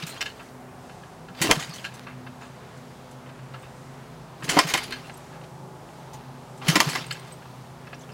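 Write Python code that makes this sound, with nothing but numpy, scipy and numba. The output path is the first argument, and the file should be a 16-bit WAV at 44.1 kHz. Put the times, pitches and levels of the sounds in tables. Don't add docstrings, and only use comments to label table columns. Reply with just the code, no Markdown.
import sys
import numpy as np
from scipy import signal
from scipy.fft import rfft, irfft
from scipy.io import wavfile
from scipy.ndimage import uniform_filter1d
from numba import njit

SR = 44100
rng = np.random.default_rng(int(sys.argv[2]) if len(sys.argv) > 2 else 0)


def gain_from_decibels(decibels):
    exponent = np.asarray(decibels, float) / 20
    return 10 ** exponent


def waveform_to_disk(signal):
    frames = np.transpose(np.atleast_2d(signal))
    scaled = np.clip(frames, -1, 1) * 32767
    samples = np.round(scaled).astype(np.int16)
    wavfile.write(sys.argv[1], SR, samples)


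N = 358533


@njit
def ring(x, hz, t60, gain):
    y = np.zeros(len(x))
    for m in range(len(hz)):
        turn = np.exp((2j * np.pi * hz[m] - np.log(1000) / t60[m]) / SR)
        state = 0j
        for i in range(len(x)):
            state = state * turn + x[i]
            y[i] += gain[m] * state.imag
    return y


def unit(x):
    return x / np.sqrt(np.mean(x ** 2))


def colour(x, points):
    hz, db = np.transpose(points)
    f = np.maximum(np.fft.rfftfreq(len(x), 1 / SR), 1)
    gain = gain_from_decibels(np.interp(np.log(f), np.log(hz), db))
    return irfft(rfft(x) * gain, len(x))


def walk(rate):
    hold = int(SR / rate)
    steps = np.repeat(rng.standard_normal(N // hold + 1), hold)
    return 1.417 * uniform_filter1d(uniform_filter1d(steps, hold), hold)[:N]


def grains(size, spread_db):
    return unit(rng.standard_normal(size) * gain_from_decibels(spread_db * rng.exponential(size=size)))


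def add(out, s, x, db):
    i = int(s * SR)
    out[i:i + len(x)] += (x * gain_from_decibels(db) / np.abs(x).max())[:len(out) - i]


def metal(low_db, mid_db, high_db):
    return [(150, low_db - 10), (450, low_db + 7.0), (1100, low_db + 12), (1600, 0),
            (3000, 0.45 * mid_db), (4800, mid_db),
            (7500, high_db), (11000, high_db - 7.5), (15500, high_db - 14.5)]


# frequency in Hz, level in dB per Hz.
TRAFFIC = [(15, -36), (25, -44), (43, -19.5), (102, -9), (134, -9.5), (190, -14.5), (249, -9.5),
           (317, -13.5), (427, -10.5), (463, -16), (503, -12), (863, -11.5), (1600, -19.5), (2500, -25),
           (16000, -36.5)]
# frequency in Hz, level in dB.
FAINT = [(55., -67), (187., -58.5), (216., -59.5), (225., -63), (350., -62.5), (378., -60), (430., -63),
         (505., -61.5), (646., -65.5)]
# time in seconds, lower compressor, upper compressor and fan in dB.
MACHINES = [(0, -68, -54, -65), (.8, -55, -57, -59), (1.2, -56.5, -65, -54.5), (2.2, -50.5, -49, -59),
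            (2.7, -59, -51.5, -54), (3.45, -47, -48, -59.5), (4.1, -57, -52, -50.5),
            (4.7, -49.5, -56.5, -53), (5.5, -58, -48.5, -49.5), (6.1, -55.5, -48.5, -56),
            (7.1, -47.5, -48, -48), (7.5, -46.5, -57, -54), (8.13, -60, -47, -50)]
# start and length in seconds, level in dB.
SURGES = [(0.2, 0.8, -52.5), (1.173, 0.51, -48.5), (1.948, 0.58, -44), (2.76, 0.73, -51.5),
          (3.683, 0.55, -50.5), (4.756, 0.29, -51), (6.127, 0.99, -49), (7.5, 0.99, -56)]


def yard():
    t = np.arange(N) / SR

    def tone(hz, drift_hz, db):
        phase = 2 * np.pi * np.cumsum(hz + drift_hz * walk(2.2)) / SR
        return np.sin(phase) * gain_from_decibels(db + 2.46 * walk(11.0))

    s, *columns = np.transpose(MACHINES)
    low_db, high_db, fan_db = (np.interp(t, s, c) for c in columns)
    out = tone(126.7, .4, low_db + 3) + tone(134.9, .4, high_db + 3) + tone(161., .5, fan_db + 3)
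    surge = gain_from_decibels(-63)
    for start, length, db in SURGES:
        swell = np.sin(np.pi * np.clip((t - start) / length, 0, 1)).clip(0)
        surge = surge + gain_from_decibels(db) * np.sqrt(swell)
    out += tone(251.6, 0.907, 0.2) * surge
    for hz, db in FAINT:
        out += tone(hz, 1.164, db + 2.8 * walk(2.58))

    traffic_db, hiss_db = -46.5, -47
    car_db = 1.4 * np.exp(-((t - 5.57) / 1) ** 2)
    treble = [(9000, -34.5), (13000, -40.5), (16000, -43)]
    bed = unit(colour(rng.standard_normal(N), TRAFFIC[:-1] + treble))
    octaves = np.log2(np.fft.rfftfreq(N, 1 / SR) + 1)
    for hz in 15 * 2 ** np.arange(11):
        band = irfft(rfft(bed) * (1 - np.abs(octaves - np.log2(hz))).clip(0), N)
        if hz < 1500:
            level_db = traffic_db + car_db + 0.6 * walk(5.04)
        else:
            level_db = hiss_db + 1.25 * walk(5.1)
        out += band * gain_from_decibels(level_db)
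    return out


# lowest Hz, highest Hz, cycles of ring.
FRAME = (700, 16000, 40)
# time in seconds, whirr level in dB.
WHIRR = [
    [(0.0, -44), (.06, -46.5), (0.13, -46.5), (.2, -50), (.3, -49), (0.346, -57), (0.5, -59.5)],
    [(1.27, -82), (1.362, -53), (1.44, -37.5), (1.518, -30), (1.594, -42.5), (1.65, -46), (1.68, -44.5),
     (1.76, -54), (1.83, -53), (2.05, -55.5)],
    [(4.36, -62), (4.478, -43.5), (4.52, -37.5), (4.608, -34.5), (4.66, -40.5), (4.79, -37), (4.86, -44.5),
     (4.97, -48.5), (5.1, -56)],
    [(6.55, -81), (6.68, -33.5), (6.834, -33.5), (6.902, -35), (6.98, -36.5), (7.09, -48.5), (7.16, -50),
     (7.35, -54)],
]
PUSH_S = (-0.5, 0.76, 4.5, 6.5)


def whirr():
    out = np.zeros(N)

    def scrape(hz):
        fits = grains(N, 0.9) * gain_from_decibels(4.6 * walk(30))
        return unit(ring(fits, np.array([hz]), np.array([22 / hz + 0.0029]), np.ones(1)))

    panels = unit(sum(scrape(hz) * np.sqrt(hz) for hz in np.geomspace(*FRAME[:2], num=24)))
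    cases = panels + .9 * unit(grains(N, 2.7) * gain_from_decibels(4.0 * walk(160)))
    teeth_per_s, tooth_s = 170, .001
    teeth = (rng.random(N) < teeth_per_s / SR) * gain_from_decibels(2.5 * rng.standard_normal(N))
    tooth_fades = signal.lfilter([1], [1, -np.exp(-1 / tooth_s / SR)], teeth)
    cases += gain_from_decibels(-4) * unit(rng.standard_normal(N) * tooth_fades)

    main = metal(-12.5, -4.5, -25.0)
    groan = [(120, -10), (300, 24.0), (1200, 2.0), (1800, -20.0)]
    sizzle = [(4500, -10), (6500, 1), (15000, -11)]
    parts = [unit(colour(cases, points)) * gain_from_decibels(1.4 * walk(45)) for points in (main, groan, sizzle)]
    for table, push in zip(WHIRR, PUSH_S):
        s, level_db = np.transpose(table)
        t = np.arange(int(s[0] * SR), int(s[-1] * SR))
        low_db = np.interp(t / SR - push, (0, 0.29), (5, -10.5))
        for part, share_db in zip(parts, (0, low_db, -11.5)):
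            out[t] += part[t] * gain_from_decibels(np.interp(t / SR, s, level_db) + share_db)
    return out


# start in seconds, peak in dB, note in Hz, length in seconds.
FLECKS = [(.024, -25, 2700, 0.0057), (0.031, -32, 3770, .012), (0.069, -33, 2390, 0.014),
          (0.163, -41, 1200, .02), (0.173, -35, 3220, .012), (0.177, -44, 6600, .015),
          (.292, -41, 4300, .016), (0.295, -40, 2900, .014), (1.421, -24, 3150, 0.0041),
          (1.422, -30, 4500, .012), (1.476, -23, 2740, 0.0081), (1.58, -33, 1150, 0.022),
          (1.621, -33, 3780, .03), (1.69, -35, 4720, 0.031), (1.716, -34, 4400, .035),
          (1.717, -42, 1200, .01), (1.732, -34.5, 5970, 0.024), (1.78, -34, 3230, 0.011),
          (4.775, -24, 2150, 0.022), (4.83, -41, 3520, .01), (4.84, -34.5, 3130, 0.019),
          (4.965, -39, 4300, .008), (6.683, -20, 3070, 0.0067), (6.892, -30, 4430, 0.027),
          (6.954, -33, 1870, .02), (7.106, -24.5, 4300, .01), (0.208, -26, 5600, 0.0072),
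          (7.125, -45, 6900, 0.017), (7.943, -44, 5500, .008), (8.003, -45, 6150, 0.025),
          (8.034, -42, 3230, 0.0066), (8.118, -47, 5000, 0.01)]


def flecks():
    out, t = np.zeros(N), np.arange(4096) / SR
    for s, db, hz, length in FLECKS:
        stroke = np.sin(np.pi * np.clip(t / max(length, .002), 0, 1))
        rub = grains(len(t), 3.5) * stroke
        song = ring(rub, hz * np.array([1., 1.04]), np.full(2, 0.031), gain_from_decibels(np.array([0., -8.])))
        add(out, s, song, db)
    return out


# frequency in Hz, time to fall 60 dB in seconds, level in dB.
LEVER = [(1370, .035, 3), (1680, .03, 8), (2150, .03, -3), (2700, .035, 6), (2840, .035, 3), (3070, .03, 7),
         (3690, .03, 1), (4280, .025, 3), (4950, .02, 0), (6860, .025, -8), (7690, .02, -10)]
# frequency in Hz, time to fall 60 dB in seconds, level in dB.
CRANKCASE = [(1040, .055, -1), (1187, .06, -7), (1300, .035, -11), (1985, .04, -6), (2148, .035, 3),
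             (2420, .03, -3), (2720, .03, -8), (3080, .035, 0), (3230, .035, -3), (3690, .03, -8),
             (4480, .025, -10), (5210, .022, -7), (6670, .022, -12), (7200, .02, -18)]
# start in seconds, peak in dB, loudest ring in Hz,
# rattle decay in seconds. Here the ratchet bites and the gears take the load.
BITES = [(1.4162, -11, 4670, 0.011), (1.5928, -22.5, 2200, 0.026), (1.737, -27.5, 4600, 0.033),
         (4.4414, -26.5, 6540, 0.009), (4.4912, -11.5, 3170, 0.012), (4.6708, -22.5, 2830, .01),
         (4.6874, -17.5, 5170, 0.015), (4.8312, -28, 2240, 0.0095), (6.6827, -8.5, 3150, 0.0086),
         (6.6994, -22, 3000, 0.009), (6.8889, -21.5, 2680, 0.019), (7.124, -27, 2820, 0.0042)]
SLAMS = [(1.4394, -18.5, 1410, 0.013), (1.4574, -22, 1720, 0.0058), (1.5125, 1.5, 2190, 0.0049),
         (4.5144, -21, 1870, 0.004), (4.5344, -21, 2100, 0.065), (4.5897, -2, 2160, 0.0052),
         (4.7385, -7, 2700, 0.0091), (4.774, -15, 2180, 0.0059), (6.756, -7, 1320, 0.0065),
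         (6.8036, -1, 3300, 0.0053), (6.9509, -15.5, 2110, 0.0089)]
RETURNS = [(.0246, -22.5, 2780, 0.0048), (.0676, -41, 5500, 0.016), (.1637, -34, 3200, 0.0053),
           (.2081, -16, 2140, 0.0081), (1.3484, -37, 2140, 0.0053), (1.5551, -27.5, 3040, .009),
           (1.6244, -28, 3750, 0.0067), (1.6924, -37, 6540, .02), (1.7945, -37, 3130, 0.0076),
           (1.8434, -20.5, 3200, 0.012), (4.4767, -27, 1590, 0.013), (4.6297, -26, 2980, 0.0086),
           (4.9094, -32.5, 2020, 0.0089), (5.4385, -41.5, 3220, 0.004), (6.6592, -38, 2480, 0.023),
           (6.7194, -21, 4860, 0.0041), (6.9353, -38, 2100, .008), (7.0402, -31, 3180, .0064)]
NUDGES = [(.3944, -35, 1610, .008), (.4153, -36.5, 1290, 0.005), (.8948, -36, 1700, 0.0082),
          (1.034, -37.5, 1770, 0.0039), (1.283, -34, 1720, 0.009), (1.9668, -40, 1290, 0.0088),
          (2.0684, -30.5, 1390, 0.02), (2.2651, -33.5, 1750, .0075), (2.4128, -32.5, 1750, 0.023),
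          (3.2608, -37.5, 1390, .009), (3.2909, -38.5, 1710, 0.0048), (3.3894, -38, 1680, 0.005),
          (3.5389, -29.5, 1700, 0.0085), (3.6299, -36.5, 1280, 0.011), (4.4235, -28.5, 1850, 0.0065),
          (5.0973, -30, 3050, 0.0032), (5.3276, -38.5, 1750, 0.015), (6.6161, -31.5, 1540, 0.0053),
          (7.2494, -41, 3120, .007), (7.4212, -40, 1338, 0.0071), (7.454, -38, 1380, 0.0084),
          (7.871, -34.5, 1310, 0.0052), (7.9286, -28.5, 1560, 0.0069), (7.9464, -53, 1330, .007),
          (8.09, -39, 2800, .02)]
SNAPS = [(.0666, -26, 12000, .018), (.431, -46.5, 13000, .0061), (1.9396, -39, 10500, .0095),
         (2.41, -45, 7000, .03), (2.771, -45, 6500, .007), (3.111, -43, 8000, .0062),
         (5.171, -42.5, 11400, .0052), (6.1333, -37, 6100, .0105), (6.575, -43, 5200, .0085),
         (7.0585, -40.5, 11100, .0105), (7.1945, -44.5, 11400, .0042), (8.0125, -46, 6500, .012)]
SEATS = [(.2586, -21.5, 2870, 0.0084), (4.9236, -19.5, 1680, 0.0072), (4.9588, -37.5, 2620, .006),
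         (7.1092, -18.5, 3070, 0.0051), (7.1484, -32, 2920, 0.0046)]
STAMPS = [(1.494, -17.5, 900, 0.013), (4.567, -10, 740, 0.011), (6.62, -32, 900, 0.02)]
# table of blows, part that rings, share at 0.5-1.4 kHz in dB, share at 5 kHz in dB,
# share at 6-14 kHz in dB, ring of the part in dB, first crack in dB.
KINDS = [(BITES, CRANKCASE, -19, 0.5, 1.5, -9, -8), (SLAMS, CRANKCASE, -13, -0.3, -4.5, -4, 2),
         (RETURNS, LEVER, -21, -1.6, -10, -4, -3), (SEATS, LEVER, -23, -1.6, -9, 2, 1),
         (STAMPS, CRANKCASE, -3, -6, -18, -8, -18), (SNAPS, LEVER, -20, 0.3, 7, -15, 8),
         (NUDGES, LEVER, -13, -11, -32, -5, -13)]


def blow(peak_db, ring_hz, decay, part, tint, ring_db, crack_db):
    t = np.arange(8192) / SR
    u = t / np.clip(decay, .001, .05)
    bounces = gain_from_decibels(2.5 * uniform_filter1d(np.repeat(rng.standard_normal(128), 64), 40))
    onset = 1 - np.exp(-t / 0.0021)
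    fade = np.exp(-(u / 2.1) ** 1.35) + 0.06 * np.exp(-u / 2.2)
    rattle = grains(len(t), 1.8) * bounces * onset * fade

    low_hz, high_hz, cycles = FRAME
    modes = low_hz * (high_hz / low_hz) ** ((np.arange(40) + rng.random(40)) / 40)
    hz = np.append(modes, ring_hz)
    gain = np.append(modes / ring_hz * gain_from_decibels(4.5 * rng.standard_normal(40)), gain_from_decibels(7.0))
    plates = unit(ring(rattle, hz, cycles / hz + .0015, gain))
    part_hz, part_t60, part_db = np.transpose(part)
    part_gain = gain_from_decibels(part_db + 3.0 * rng.standard_normal(len(part)))
    part_ring = unit(ring(rattle, part_hz, part_t60, part_gain))

    click = rng.standard_normal(len(t)) * np.exp(-np.abs(t - .002) / .0009)
    crack = gain_from_decibels(crack_db + 0.7 * peak_db) * np.abs(plates).max() * click
    mix = plates + gain_from_decibels(ring_db) * part_ring + gain_from_decibels(-3.5) * unit(rattle) + crack
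    return colour(mix, tint)[:7000]


def clanks():
    out = np.zeros(N)
    for rows, part, low_db, mid_db, high_db, ring_db, crack_db in KINDS:
        tint = metal(low_db, mid_db, high_db)
        for s, peak_db, ring_hz, decay in rows:
            sound = blow(peak_db, ring_hz, decay, part, tint, ring_db, crack_db)
            add(out, s - .0015, sound, peak_db + .5)
    return out


# start in seconds, peak in dB, pipe note in Hz, push in seconds.
CHUFFS = [(0.029, -26.5, 161, 0.0058), (1.307, -33.5, 173, 0.0041), (1.413, -21.5, 153, 0.0018),
          (1.57, -20.5, 154, 0.0037), (1.691, -30.5, 157, 0.0042), (4.438, -29, 158, 0.0023),
          (4.484, -27, 169, 0.0053), (4.561, -22.5, 188, 0.0071), (4.64, -26, 161, 0.0089),
          (6.685, -10, 161, 0.0054), (6.868, -17.5, 147, 0.0053), (7.001, -34, 161, 0.0069)]


def chuffs():
    out, t = np.zeros(N), np.arange(8192) / SR
    for s, db, hz, push in CHUFFS:
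        swell = np.exp(-(t / np.clip(push, .001, .03) - 1.5) ** 2)
        breath = 1 + .4 * rng.standard_normal(len(t))
        puff = swell * np.sin(2 * np.pi * hz * t) * breath
        pipe = ring(puff, hz * np.array([1., 1.93]), np.array([.075, .04]), gain_from_decibels(np.array([0., -12.])))
        add(out, s - .004, pipe, db)
    return out


# start in seconds, peak in dB, ring in Hz.
TICKS = [(1.4034, -25, 2220), (1.421, -20, 3050), (1.4249, -16, 4440), (1.444, -26, 2700),
         (1.4575, -21, 4300), (1.5058, -14, 2320), (1.518, -16, 2150), (1.5234, -12, 2150),
         (1.533, -17, 1210), (1.563, -24, 2890), (1.609, -27, 2400), (1.625, -29, 2900), (1.695, -33, 8200),
         (1.9236, -35, 1720), (4.435, -34, 7500), (4.4951, -13.5, 3100), (4.499, -12.5, 3100),
         (4.524, -18, 2020), (4.532, -22, 4200), (4.5739, -13, 1500), (4.5953, -10.5, 2420),
         (4.601, -17, 2090), (4.638, -26, 4180), (4.752, -14, 4200), (4.837, -30.5, 8300),
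         (4.8817, -31, 2040), (4.908, -36, 9900), (4.936, -32, 1600), (6.6702, -28, 3200),
         (6.846, -26, 4200), (6.862, -30, 8200), (6.877, -24, 3000), (6.899, -27, 8270),
         (6.9346, -24, 2180), (6.9555, -21, 2060), (6.993, -35, 5700), (7.014, -31, 2400),
         (7.145, -30, 2800), (.0676, -34, 6000), (0.037, -27, 3800), (.071, -32, 11800), (.079, -35, 11500),
         (0.2142, -20.5, 5600), (4.7405, -13, 4650), (1.521, -14.5, 795), (7.113, -29, 8200),
         (3.539, -33, 2900), (5.415, -38, 2000), (5.89, -40, 1900), (6.15, -42, 2200), (6.21, -40, 1900)]


def ticks():
    out, t = np.zeros(N), np.arange(2048) / SR
    t60 = .016 * np.array([0.85, 0.69, 0.85, 0.72])
    gain = gain_from_decibels(np.array([-2.0, -6.0, -7.0, -6.5]))
    for s, db, hz in TICKS:
        touch = rng.standard_normal(len(t)) * np.exp(-np.abs(t - .001) / .0008)
        modes = hz * np.array([1., 0.66, 1.4, 1.3]).clip(0, 15000 / hz)
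        rings = ring(touch, modes, t60, gain)
        click = gain_from_decibels(-4) * uniform_filter1d(touch, size=3) / 2
        add(out, s - .001, rings / np.abs(rings).max() + click, db)
    return out


# start in seconds, peak in dB, note in Hz.
TINGS = [(0.098, -31, 8300), (3.5944, -53, 8360), (3.6237, -48, 8300), (5.1406, -41, 8300),
         (5.175, -45, 11300), (7.064, -36, 8500), (7.126, -35, 7700), (7.1965, -42, 8430),
         (7.3228, -35.5, 8220), (7.9942, -46, 7270)]


def tings():
    out, t = np.zeros(N), np.arange(8192) / SR
    ratios, t60 = np.array([1., 1.015, 1.45, 1.86]), np.array([.035, .02, .02, .03])
    gain = gain_from_decibels(np.array([0., -4., -15., -12.]))
    for s, db, hz in TINGS:
        tap = rng.standard_normal(len(t)) * np.exp(-(t / 0.0043 - 1) ** 2)
        add(out, s - .003, ring(tap, hz * ratios, t60, gain), db)
    return out


# middle and half length in seconds, note in Hz, level in dB.
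TYRES = [(3.05, 0.4, 870, -65), (5.8, 0.85, 860, -55), (0.9, .5, 738, -54.5)]


def tyres():
    out, t = np.zeros(N), np.arange(N) / SR
    for s, half, hz, db in TYRES:
        song = unit(ring(rng.standard_normal(N), np.array([1. * hz]), np.array([0.043]), np.ones(1)))
        passing = np.exp(-((t - s) / half) ** 2)
        out += song * gain_from_decibels(db + 2.2 * walk(6.13)) * passing
    return out


# start in seconds, peak in dB, note in Hz, decay in seconds.
THUDS = [(1.414, -24, 353, 0.029), (1.441, -20, 308, 0.053), (1.493, -12, 332, 0.011),
         (1.509, -14, 397, 0.0064), (4.486, -27, 360, 0.011), (4.518, -32, 346, 0.022),
         (4.564, -12.5, 307, 0.013), (4.588, -18, 317, 0.0059), (4.739, -22, 376, 0.015),
         (4.892, -31, 342, 0.019), (6.662, -27, 340, 0.0085), (6.757, -11, 320, 0.011),
         (6.774, -17.5, 297, 0.014), (6.801, -19, 320, 0.013), (6.955, -29.5, 383, 0.0078)]


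def thuds():
    out, t = np.zeros(N), np.arange(8192) / SR
    ratios, t60 = np.array([.72, 1., 1.2, 1.9]), np.array([0.044, 0.042, 0.048, 0.033])
    gain = gain_from_decibels(np.array([1.0, 12.0, 3.4, 1.5]))
    for s, db, hz, decay in THUDS:
        knock = grains(len(t), 2.34) * np.exp(-t / np.clip(decay, .001, .05))
        add(out, s - .002, ring(knock, hz * ratios, t60, gain), db)
    return out


def scene():
    around = yard() + tyres()
    bike = whirr() + flecks() + clanks() + chuffs() + tings() + thuds()
    bike = colour(bike, [(30, -25), (110, -4.0), (200, 0)]) + ticks()
    t60 = .22
    t = np.arange(int(t60 * SR)) / SR
    tail = colour(rng.standard_normal(len(t)), [(200, 16.2), (2000, 8.0), (12000, 15.8)])
    tail *= (t > .006) * gain_from_decibels(-60 * t / t60)
    tail *= gain_from_decibels(-13) / np.sqrt(np.sum(tail ** 2))
    return (bike + signal.fftconvolve(bike, tail)[:N] + around)[None]


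def roll_off(x):
    return signal.sosfilt(signal.butter(12, 16820, fs=SR, output="sos"), x)


def record(dry):
    steep = signal.ellip(12, .2, 80, 15880, fs=SR, output="sos")
    cut = signal.sosfilt(steep, np.clip(dry, -1, 1))
    return roll_off(cut.clip(-1, 1))


dry = scene()
out = record(dry)
waveform_to_disk(out)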